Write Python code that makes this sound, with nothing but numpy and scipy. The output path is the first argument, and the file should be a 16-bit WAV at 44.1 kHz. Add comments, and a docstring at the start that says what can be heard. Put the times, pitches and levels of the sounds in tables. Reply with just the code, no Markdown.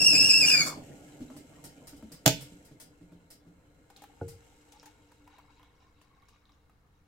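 """A kettle whistles at the boil in a small kitchen, then sputters out as it is lifted off the stove.
Steam is filtered noise; the whistle is sines that break up into fuzzy noise bands. As the rumble dies
away, water sloshes as short swelling tones with spits of noise, and a burner ticks as ringing metal.
The spout cap snaps open: sharp noise bursts, and the kettle rings. Then hot water runs into a mug with
splashes of noise bursts and chirping sines, a stream of chirping bubbles that ring the mug, and one
dull knock of low tones."""
import sys
import numpy as np
from scipy import signal
from scipy.fft import rfft, irfft, next_fast_len
from scipy.io import wavfile
from scipy.ndimage import uniform_filter1d

SR = 44100
rng = np.random.default_rng(int(sys.argv[2]) if len(sys.argv) > 2 else 0)


def inscribe(sig):
    """Save sig as 16-bit PCM at rate SR to the path in sys.argv[1].

    A 1-D sig is mono; a 2-D sig holds one channel per row.
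    Samples are clipped to [-1, 1] before scaling.
    """
    pcm = np.round(np.clip(np.atleast_2d(sig).T, -1, 1) * 32767)
    wavfile.write(sys.argv[1], SR, pcm.astype(np.int16))


N = 311787
T = np.arange(N) / SR  # time of every sample in seconds


def amp(db):
    """Turns decibels into a plain factor."""
    return 10 ** (np.asarray(db) / 20)


def evened(x):
    """Scales a sound to an average (rms) strength of 1."""
    return x / np.sqrt(np.mean(x ** 2) + 1e-20)


def peaked(x, size=176):
    """Scales a blow so that its loudest few milliseconds have rms 1."""
    power = np.atleast_2d(x ** 2).mean(0)
    return x / np.sqrt(uniform_filter1d(power, size).max())


def curve(rows):
    """The columns of a table, joined by straight lines in time."""
    s, *columns = np.transpose(rows)
    return [np.interp(T, s, column) for column in columns]


def read(points, hz):
    """Reads a table of (Hz, value) at any frequency, evenly by musical pitch."""
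    f, value = np.transpose(points)
    return np.interp(np.log(hz + 1), np.log(f + 1), value)


def add(mix, s, sound):
    """Adds a sound into the mix, starting at s seconds."""
    part = mix[..., round(s * SR):][..., :sound.shape[-1]]
    part += sound[..., :part.shape[-1]]


def pan(db):
    """Makes the left side louder than the right by db."""
    return amp([[db / 2], [-db / 2]])


def bump(s, half_s):
    """A smooth swell of height 1 around the time s."""
    return np.exp(-((T - s) / half_s) ** 2)


def since(s):
    """Seconds gone by after the time s, zero before."""
    return np.maximum(T - s, 0)


def wander(rate):
    """Smooth chance of rms 1 with this many turns a second."""
    steps = np.interp(T * rate, np.arange(N), rng.standard_normal(N))
    return evened(uniform_filter1d(steps, max(int(SR / rate), 1)))


def colour(x, points, size=4096):
    """A filter with the given spectrum that never sounds ahead of its input."""
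    log_gain = read(points, abs(np.fft.fftfreq(size, 1 / SR))) * np.log(10) / 20
    taps = np.fft.ifft(np.exp(np.conj(signal.hilbert(log_gain)))).real[:size // 2]
    return signal.oaconvolve(x, taps[None], axes=1)[:, :x.shape[1]]


# How alike diffuse sound is on the left and right.
# Each row: frequency in Hz, likeness from 0 (unrelated) to 1 (the same).
LIKENESS = [(100, 0.93), (300, .9), (600, .55), (1200, 0), (4000, 0)]


def diffuse(size):
    """White noise on two sides: alike in the bass, unrelated in the treble."""
    a, b = rfft(rng.standard_normal((2, next_fast_len(2 * size) // 2 + 2)))
    same = np.clip(read(LIKENESS, np.linspace(0, SR / 2, len(a))), 0, 1)
    mid, side = a * np.sqrt((1 + same) / 2), b * np.sqrt((1 - same) / 2)
    return irfft([mid + side, mid - side])[:, :size]


def resonate(x, hz, width):
    """A steep resonance that follows hz: two equal stages, each with this width in Hz."""
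    turn = np.exp(2j * np.pi * np.cumsum(hz * np.ones(N)) / SR)
    r = np.exp(-np.pi * width / SR)
    # shift the pitch down to zero, smooth, and shift back up
    smooth = signal.lfilter([(1 - r) ** 2], [1, -2 * r, r * r], x / turn)
    return (turn * smooth).real


def ring(modes):
    """Dying sines of a struck body, with the deep bass below about 65 Hz filtered away."""
    t = T[:SR // 2]
    sines = np.zeros(len(t))
    for k, (hz, db, t60) in enumerate(modes):
        sines += amp(db - 60 * t / t60) * np.sin(2 * np.pi * hz * t) * (-1) ** k
    return signal.sosfilt(signal.butter(2, 65, "high", fs=SR, output="sos"), sines)


# How long the kitchen's echoes last.
# Each row: frequency in Hz, time to fall by 60 dB in seconds.
ECHO_TIMES = [(100, 0.62), (300, 0.26), (1000, 0.052), (3000, 0.35), (7000, 0.19), (16000, 0.18)]


def room(x, wet_db, size=22050):
    """Direct sound plus the kitchen's reflections, each band dying at its own speed."""
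    hz, t, bands = signal.stft(diffuse(size), SR, nperseg=256)
    fading = bands * amp(-60 * t / read(ECHO_TIMES, hz)[:, None])
    tail = signal.istft(fading, SR)[1][:, :size]
    tail *= np.clip((T[:size] - .002) / 0.001, 0, 1)  # no reflection in the first 2 ms
    wet = signal.fftconvolve(np.atleast_2d(x), tail / np.linalg.norm(tail[0]), axes=1)[:, :N]
    return (x + amp(wet_db) * wet) / np.sqrt(1 + amp(wet_db) ** 2)


def bubble(hz, cycles, rise, size=3000):
    """A bubble rings for some cycles and climbs in pitch as it nears the surface."""
    age = T[:size] * hz / cycles
    turns = np.cumsum(hz * (1 + rise * np.minimum(age, 4))) / SR
    return np.sin(2 * np.pi * turns) * np.exp(-age) * (1 - np.exp(-turns))


def gulp(hz):
    """A large bubble pinches off with a soft plop and rings."""
    t = T[:3000]
    burst = rng.standard_normal((1, len(t))) * np.exp(-t / 0.0045)
    plop = colour(burst, [(300, -8), (800, 1.5), (1800, -5), (4000, -20)])[0]
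    return peaked(peaked(bubble(hz, cycles=4.6, rise=0.021)) + peaked(plop))


def fizz(low_hz, high_hz, per_s, spread_db, cycles, count=28):
    """A cloud of bubbles of many sizes, arriving in clumps."""
    out, clumps = np.zeros((2, N)), amp(5.5 * wander(40))
    sizes = amp(spread_db * np.minimum(rng.exponential(1, N), 3.5))
    angle = rng.random(N) * np.pi / 2  # each bubble has its own place between left and right
    places = sizes * np.array([np.cos(angle), np.sin(angle)])
    for hz in np.geomspace(low_hz, high_hz, count):
        births = rng.random(N) < clumps * per_s / count / SR
        out += signal.oaconvolve(births * places, bubble(hz, cycles, rise=0.025)[None], axes=1)[:, :N]
    return evened(out)


# Tone colour of the faint steady background noise.
# Each row: frequency in Hz, relative strength in dB per Hz.
BACKGROUND = [(25, -1.5), (60, 4), (110, -0.5), (300, -14), (600, -21), (1000, -18), (1700, -22),
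              (2300, -29), (3500, -32), (8000, -36.5), (16000, -38)]


def background():
    """A faint, steady noise, strongest in the bass: filtered white noise."""
    return pan(.8) * amp(-65.5) * evened(colour(diffuse(N), BACKGROUND))


# Low rumble of collapsing bubbles.
# Each row: frequency in Hz, relative strength in dB per Hz.
RUMBLE_COLOUR = [(60, -14), (110, -5.5), (150, 4.5), (205, -6.5), (290, 5), (360, -9.5), (520, -5.5),
                 (800, -10.5), (1100, -37), (2200, -32), (4000, -47)]
# Sizzle of wet metal.
# Each row: frequency in Hz, relative strength in dB per Hz.
SIZZLE_COLOUR = [(500, -7.5), (1500, -5), (3000, 5), (4000, -5.5), (5200, -1.5), (6500, 2), (7800, 6),
                 (10000, -8.5), (11700, -3), (13000, -9), (16000, -17)]
# Resonances of the air in the kettle, stirred by steam.
# Each row: pitch in Hz, width in Hz, relative level in dB.
KETTLE_AIR = [(295, 13, -3.5), (476, 110, -6), (645, 110, -19.5), (916, 10, -15), (1330, 60, -16.5),
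              (1434, 17, -15), (1640, 96, -17), (2140, 150, -14.5), (4070, 250, -19.5)]
# Steam flares up at the boil, as the cap opens and as tipped water meets the hot wall.
# Each row: time of the peak in seconds, rise in seconds, level in dB, later fade in dB per second.
STEAM_FLARES = [(.65, 1, -59.5, 7), (2.38, .06, -56.5, 58.5), (4.5, 0.65, -68.5, 12)]
LIFT_S, STOP_S = .48, .648  # the kettle leaves the heat; the jet lets go
ROLL_DB, EMBER_DB = -41.5, -52  # rumble of the rolling boil, and of the simmer left after it
SETTLE_DB_PER_S, COOL_DB_PER_S = 65.5, 5.5  # the boil collapses fast, the simmer dies slowly
PLOPS_DB, PLOPS_FADE_DB_PER_S = -63.5, 5.5  # bursting bubbles thin out off the heat
HOLLOW_DB, HOLLOW_FOLLOW = -31.5, 0.47  # the air hums at this level plus a share of the steam's dB


def simmer():
    """Collapsing bubbles rumble and plop in the cooling kettle; steam makes its air hum, and wet metal sizzles."""
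    off_heat = since(STOP_S)
    rolling = amp(ROLL_DB - SETTLE_DB_PER_S * off_heat)
    embers = amp(EMBER_DB - COOL_DB_PER_S * off_heat)
    rumble = evened(colour(diffuse(N), RUMBLE_COLOUR)) * np.hypot(rolling, embers) * amp(2.2 * wander(40))

    flares = [amp(db - fade * since(s)) * np.where(T < s, bump(s, rise_s), 1)
              for s, rise_s, db, fade in STEAM_FLARES]
    steam_db = 20 * np.log10(np.linalg.norm(flares, axis=0) + 1e-9)
    crackling = diffuse(N) * amp(2 * wander(720))
    sizzle = evened(colour(crackling, SIZZLE_COLOUR)) * amp(steam_db + 0.58 * wander(32))

    drive = diffuse(N)
    hum = evened(sum(amp(db) * evened(resonate(drive, hz, width)) for hz, width, db in KETTLE_AIR))
    hollow = hum * amp(HOLLOW_DB + HOLLOW_FOLLOW * steam_db)

    plops = fizz(low_hz=780.0, high_hz=3830, per_s=680, spread_db=11.0, cycles=11, count=14)
    plops = plops * amp(PLOPS_DB - PLOPS_FADE_DB_PER_S * off_heat)
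    return pan(-1.3) * rumble + pan(1.5) * hollow + pan(.8) * sizzle + room(plops, wet_db=1.5)


# Ticks of the cooling burner.
# Each row: time in seconds, level in dB before the common trim in burner().
BURNER_TICKS = [(1.3656, -45.5), (1.641, -38.5), (1.8719, -39.5), (1.9654, -52.5), (2.1196, -40),
                (2.4093, -39), (2.6497, -50.5), (2.8007, -40.5), (3.3043, -43), (4.282, -41.5)]
# Tone colour of the short rattle in each tick.
# Each row: frequency in Hz, relative strength in dB per Hz.
TICK_COLOUR = [(900, -1), (2500, -7.5), (3600, -6.5), (5000, 0), (5400, 0.5), (6000, -3.5), (7500, 1),
               (9800, 2), (10500, -20), (12000, 0.5), (15500, -8.5)]


def burner():
    """The coil slips on its support; the thin ping arrives mostly by way of the walls."""
    out, t = np.zeros((2, N)), T[:SR // 2]
    for s, db in BURNER_TICKS:
        rattle = colour(diffuse(len(t)) * np.exp(-t / 0.011), TICK_COLOUR)
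        ping = ring([(4950, -20.5, .16), (5400, -15, 0.16), (9800, -13.5, 0.0997)])
        add(out, s - .001, amp(db - 2.5) * (peaked(rattle) + ping))
    return pan(.5) * room(out, wet_db=6.0)


# Surges of water against the kettle's wall.
# Each row: time in seconds, level in dB, main pitch in Hz, level of the bubble it traps in dB.
SURGES = [(1.206, -37, 254, -54.5), (1.3, -45, 264, -49.5), (1.365, -43.5, 291, -52.5),
          (1.931, -47, 286.3, -57), (2.024, -43.5, 217, -53.5), (2.106, -49, 167, -63),
          (2.52, -47, 179, -68), (2.711, -48.5, 143.3, -61.5), (3.011, -48, 174.3, -67.5),
          (3.12, -49, 173, -60.5), (3.465, -49.5, 174, -70)]
TRAPPED_HZ = 600  # starting pitch of those bubbles


def sloshes():
    """Each surge swells softly, wakes the air in the kettle, traps a bubble and spits on the hot wall."""
    out, spit, t = np.zeros(N), np.zeros((2, N)), T[:SR // 4]
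    swell = t / .011 * np.exp(-t / 0.015)
    spit_colour = [(400, 14.5), (900, -18), (3000, -10), (8000, -16.0), (16000, -25.5)]  # Hz, dB
    for s, db, hz, bubble_db in SURGES:
        surge = np.sin(2 * np.pi * hz * t) + amp(0.5) * np.sin(2 * np.pi * 300 * t)
        add(out, s - .004, amp(db) * peaked(surge * swell))
        add(out, s + 0.0014, amp(bubble_db) * gulp(TRAPPED_HZ))
        add(spit, s, amp(db - 11.5) * peaked(colour(diffuse(len(t)) * swell, spit_colour)))
    return room(out, wet_db=-5.5) + amp(4.5) * spit


# Ringing tones of the knocked board.
# Each row: pitch in Hz, relative level in dB, time to fall by 60 dB in seconds.
BOARD_TONES = [(97, -2, .19), (145, -6.5, .22), (185, -12, .15), (285, -9, .15), (371, -7, .16),
               (462, -6.5, .36), (533, -8, .18), (700, -8, .07), (850, -9, .07), (1440, -14, .08)]
KNOCK_S, KNOCK_DB = 4.2125, -30.5


def knock():
    """A soft, heavy bump: the board rings low, with no click."""
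    out = np.zeros(N)
    add(out, KNOCK_S, amp(KNOCK_DB) * peaked(ring(BOARD_TONES)))
    return pan(-.5) * room(out, wet_db=-7)


# The spout cap hits its stop and rebounds.
# Each row: time in seconds, level in dB before the common trim in cap().
CAP_SNAPS = [(2.2581, -20), (2.2615, -4), (2.2778, -8)]
# Tone colour of each crack.
# Each row: frequency in Hz, relative strength in dB per Hz.
CRACK_COLOUR = [(150, -6), (500, 5.5), (850, 1.5), (1050, -7), (1400, -0.5), (2000, -3), (3200, -2.5),
                (5500, -1.5), (7300, -2.5), (9500, -14), (12000, -8), (16000, -14.5)]
# Ringing tones of the kettle's body and air.
# Each row: pitch in Hz, level in dB, time to fall by 60 dB in seconds.
KETTLE_TONES = [(131, -17, .22), (168, -19, .15), (284, -20, .17), (312, -26, .12), (437, -28, .17),
                (598, -28, .15), (642, -30, .24), (827, -31, .15), (877, -35, .2), (917, -35, .2),
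                (1510, -42, .26), (2875, -35, .15), (3015, -32, .19), (4530, -35, .2), (5225, -33, .19),
                (5895, -33, .15), (7203, -31, .19)]


def cap():
    """The sprung cap cracks against its stop and sets the whole kettle ringing."""
    crack, body, t = np.zeros((2, N)), np.zeros(N), T[:SR // 10]
    fall = np.exp(-t / .0019) + amp(-16) * np.exp(-t / .012)  # a sharp blow, then a short buzz of the hinge
    for s, db in CAP_SNAPS:
        add(crack, s, amp(db - 4.5) * peaked(colour(diffuse(len(t)) * fall, CRACK_COLOUR)))
    soft_start = 1 - np.exp(-T[:SR // 2] / .003)
    add(body, CAP_SNAPS[1][0], ring(KETTLE_TONES) * soft_start)
    return pan(-1) * room(crack, wet_db=-5.5) + pan(-2.5) * room(amp(1.0) * body, wet_db=-14)


POUR_S = 3.9  # the stream reaches the mug
EMPTY_HZ, FILL_PER_S = 775, .128  # pitch of the air in the empty mug; share of it displaced each second


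def mug_air(s):
    """The column of air above the water shortens as the mug fills, so its pitch climbs."""
    return EMPTY_HZ / np.clip(1 - FILL_PER_S * np.maximum(s - POUR_S, 0), .1, 1)


# The loudest splashes in the mug; splashes() trims all these levels alike.
# Each row: time in seconds, gulp in dB, plink in dB, plink pitch in Hz, spray in dB.
MUG_SPLASHES = [(3.9, -49.5, -62, 3630, -58), (3.963, -69, -46.5, 4000, -51.5),
                (4.019, -46, -60, 3690, -51), (4.037, -44, -65, 2510, -72), (4.721, -59, -53.5, 6220, -51),
                (4.798, -65.5, -47.5, 5400, -78), (4.829, -49, -59, 6060, -59),
                (4.857, -50, -59, 6380, -49), (5.117, -54.5, -82, 6440, -61),
                (5.275, -49.5, -62, 2722, -69), (5.383, -47.5, -60.5, 3890, -69),
                (5.595, -55, -61.5, 2880, -80.5), (5.63, -56, -56.5, 3200, -85),
                (6.014, -56.5, -61, 2754, -60.5), (6.221, -61.5, -64.5, 3770, -85),
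                (6.285, -56.5, -60, 5310, -59), (6.455, -70.5, -57.5, 3830, -88.5),
                (6.493, -62, -59, 3700, -87), (6.52, -70, -62, 5200, -86), (6.695, -58, -82, 3800, -90)]
# droplets fall back after a splash: dB against its plink, longest delay, scatter of pitch (log)
DROPLETS_DB, FALL_S, SIZE_SPREAD = -11.5, .07, 0.26
# each splash leaves a cloud of bubbles: dB against its table level, time to die down
CHURN_DB, CHURN_S = -21, 0.042


def splashes(count=3):
    """Each splash gulps at the pitch of the mug's air, plinks and throws spray; a few droplets fall back."""
    low, high, t = np.zeros(N), np.zeros((2, N)), T[:3000]
    spray_colour = [(800, -3), (3000, -2.0), (8000, -1), (16000, -10.5)]  # Hz, dB
    spray_shape = (1 - np.exp(-t / 0.0017)) * np.exp(-t / 0.0082)
    for s, gulp_db, plink_db, hz, spray_db in MUG_SPLASHES:
        add(low, s + 0.0011, amp(gulp_db) * gulp(mug_air(s)))
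        spray = colour(diffuse(len(t)) * spray_shape, spray_colour)
        plink = bubble(hz, cycles=2.7, rise=0.011)
        add(high, s, amp(plink_db) * peaked(plink) + amp(spray_db) * peaked(spray))
        for late, width, weak in rng.random((count, 3)):
            droplet = bubble(hz * np.exp(SIZE_SPREAD * (2 * width - 1)), cycles=8.3, rise=0.025)
            add(high, s + late * FALL_S, amp(plink_db + DROPLETS_DB - 8.9 * weak) * peaked(droplet))
    return pan(1) * room(amp(-3.5) * low, wet_db=-5) + pan(1.5) * room(amp(-3.5) * high, wet_db=-5)


def churn(column):
    """Clouds of bubbles that follow the splashes, as strong as one of their level columns."""
    return sum(amp(row[column] + CHURN_DB) * (T > row[0]) * np.exp(-since(row[0]) / CHURN_S)
               for row in MUG_SPLASHES)


# Strength of the stream over time.
# Each row: time in seconds, level in dB before the trims in pour().
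STREAM = [(3.87, -100), (3.97, -69), (4.8, -69.5), (5.05, -76), (5.4, -66.5), (5.9, -71.5), (6.35, -69.5),
          (6.6, -85.5), (6.9, -75.5)]
# Resonances of the mug's ceramic wall.
# Each row: pitch in Hz, width in Hz, relative level in dB.
MUG_WALL = [(2210, 110, 2), (2800, 230, -5.5), (3860, 260, 1), (5430, 110, -5)]
SPRAY_DB, FOAM_DB_PER_S = -5.5, 1  # level of the fine spray against the stream; rising foam muffles it


def pour():
    """The stream drags air under: a burble of large bubbles and a spray of tiny ones, both ringing the mug."""
    flow_db = curve(STREAM)[0]
    spray_db = flow_db + SPRAY_DB - FOAM_DB_PER_S * since(POUR_S)
    burble = fizz(low_hz=700, high_hz=2400, per_s=1000, spread_db=4.5, cycles=6, count=20)
    spray = fizz(low_hz=2400, high_hz=7000, per_s=1300, spread_db=4.8, cycles=7, count=20)
    # the churn follows the gulps (column 1) and the plinks (column 2)
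    water = burble * (amp(flow_db - 3) + churn(column=1)) + spray * (amp(spray_db) + churn(column=2))
    air = amp(11.5) * resonate(water, mug_air(T), 210)
    wall = amp(8.5) * sum(amp(db) * resonate(water, hz, width) for hz, width, db in MUG_WALL)
    return pan(2) * room(water + air + wall, wet_db=-4.5)


# Tone colour of the hissing steam.
# Each row: frequency in Hz, relative strength in dB per Hz.
STEAM_COLOUR = [(400, -5.5), (800, -4), (1300, -3.5), (2400, -8), (3200, -19.5), (3900, -20.5), (5000, 4.5),
                (7500, 0.5), (9400, 1.5), (10200, -12), (11500, -3), (13500, -7.5), (16000, -12.5)]
# Pipe resonances of the spout.
# Each row: pitch in Hz, width in Hz, relative level in dB.
SPOUT_PIPE = [(1650, 44, -6.5), (3490, 110, -10), (4400, 270, -0.5), (7150, 600, 0.5)]
# Moments when steam breaks through.
# Each row: time in seconds, half length in seconds, level in dB.
STEAM_PUFFS = [(.495, .04, -39), (0.679, .02, -37.5)]
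# Wet flutter in the spout: its loudness.
# Each row: time in seconds, level in dB.
SPUTTER_LEVEL = [(0, -58.5), (.4, -61), (.5, -41), (.7, -41.5), (.95, -86)]
# Wet flutter in the spout: its sinking pitch.
# Each row: time in seconds, pitch in Hz.
SPUTTER_PITCH = [(0, 1767), (.55, 1598), (.65, 1357), (.74, 1030), (.95, 859)]
JET_DB, JET_FADE_DB_PER_S = -38, 316  # steady hiss, and its fall once the jet lets go


def steam():
    """The jet hisses, rings the spout, and sputters lower and lower as the pressure goes."""
    pipe = evened(sum(amp(db) * evened(resonate(rng.standard_normal(N), hz, width))
                      for hz, width, db in SPOUT_PIPE))
    force = amp(JET_DB - JET_FADE_DB_PER_S * since(STOP_S))
    force = force + sum(amp(db) * bump(s, half_s) for s, half_s, db in STEAM_PUFFS)
    jet = (evened(colour(diffuse(N), STEAM_COLOUR)) + amp(-4.5) * pipe) * force
    sputter = evened(resonate(diffuse(N), curve(SPUTTER_PITCH)[0], 420)) * amp(curve(SPUTTER_LEVEL)[0])
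    flutter = wander(120)
    return room(jet * amp(1.2 * flutter) + sputter * amp(3.5 * flutter), wet_db=-4)


# Slugs of water in the spout tug at the tone.
# Each row: time in seconds, half length in seconds, pull on the pitch in Hz, added unsteadiness 0-1.
WATER_SLUGS = [(.065, .012, 100, 0), (.155, .022, -200, .5), (.215, .02, -40, .25), (.27, .022, 60, .2),
               (.315, .02, -130, .35), (.442, .024, -310, .25), (.474, .016, 230, .7),
               (.54, .045, -40, .35)]
WHISTLE_HZ, UNSTEADY = 2678, .34  # pitch, and flutter of the tone (0-1), at full boil
SAG_HZ_PER_S, SAG_DB_PER_S = 3200, 17.5  # once lifted, pitch and level sink with the pressure


def blowing_state():
    """Pitch and unsteadiness of the whistle: tugged by slugs of water, sagging once lifted."""
    lifted = np.minimum(since(LIFT_S), STOP_S - LIFT_S)
    hz, unsteady = WHISTLE_HZ - SAG_HZ_PER_S * lifted, UNSTEADY
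    for s, half_s, pull_hz, shake in WATER_SLUGS:
        hz = hz + pull_hz * bump(s, half_s)
        unsteady = unsteady + shake * bump(s, half_s)
    return hz, np.clip(unsteady, 0, 1)


# The whistle's tone and its overtones.
# Each row: multiple of the main pitch, level in dB before the cap colours it.
WHISTLE_TONES = [(1, -0.5), (2, 5), (3, -6), (4, -23), (5, -24.5)]
# What the cap's cavity lets through: bands near 2.7 and 5.3 kHz, and the high treble.
# Each row: frequency in Hz, gain in dB.
CAP_CAVITY = [(1500, -24), (2050, -5), (2350, 0), (3000, 0), (3250, -22), (3900, -28), (4400, -7),
              (4800, 0), (5750, 0), (6150, -8), (6900, 2), (16000, 0)]
WHISTLE_DB, CHOKE_DB = -23.5, -3.5  # level before choking; level change of a fully unsteady tone


def whistle():
    """The steam jet locks to the cap's cavity; water in the spout shakes the tone into a fuzzy band."""
    hz, unsteady = blowing_state()
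    shaking = .035 * wander(300) + .012 * wander(90)
    turns = np.cumsum(hz * (1 + unsteady * shaking)) / SR
    tone = np.zeros(N)
    for k, db in WHISTLE_TONES:
        broken = unsteady ** (3.2 / k)  # share of fuzz: high overtones break up first
        fuzz = evened(resonate(rng.standard_normal(N), k * hz, 70 + 150 * k))
        clean = np.sqrt(2) * np.sin(2 * np.pi * k * turns) * amp(2.5 * wander(130))
        tone += amp(db) * (np.sqrt(1 - broken) * clean + np.sqrt(broken) * fuzz)
    blowing = np.clip((STOP_S - T) / .015, 0, 1)  # the jet lets go
    level_db = WHISTLE_DB + CHOKE_DB * unsteady - SAG_DB_PER_S * since(LIFT_S)
    tone = evened(colour(tone[None], CAP_CAVITY))[0] * blowing * amp(level_db + 1.8 * wander(260))
    # the left side hears it first; stove top and wall echo it a few ms late, so that it beats with itself
    left = [(0, 1), (.0021, .3), (.0063, .35)]  # delay in seconds, gain
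    right = [(.00007, .95), (.0029, .3), (.0078, .35)]
    heard = np.array([sum(gain * np.interp(T - late, T, tone, left=0) for late, gain in side)
                      for side in (left, right)])
    return room(heard, wet_db=-8.5)


def scene():
    """All the sounds of the kettle, the mug and the background together."""
    kettle = simmer() + burner() + sloshes() + cap() + steam() + whistle()
    mug = knock() + splashes() + pour()
    return background() + kettle + mug


def record(dry):
    """The sharpest peak is rounded by a slight overload; then the highest treble is cut."""
    rounded = dry / (1 + (dry / .85) ** 6) ** (1 / 6)
    treble_cut = signal.firwin(511, 16000, window=("kaiser", 9), fs=SR)  # edge in Hz
    return signal.oaconvolve(rounded, treble_cut[None], "same")


dry = scene()
out = record(dry)
inscribe(out)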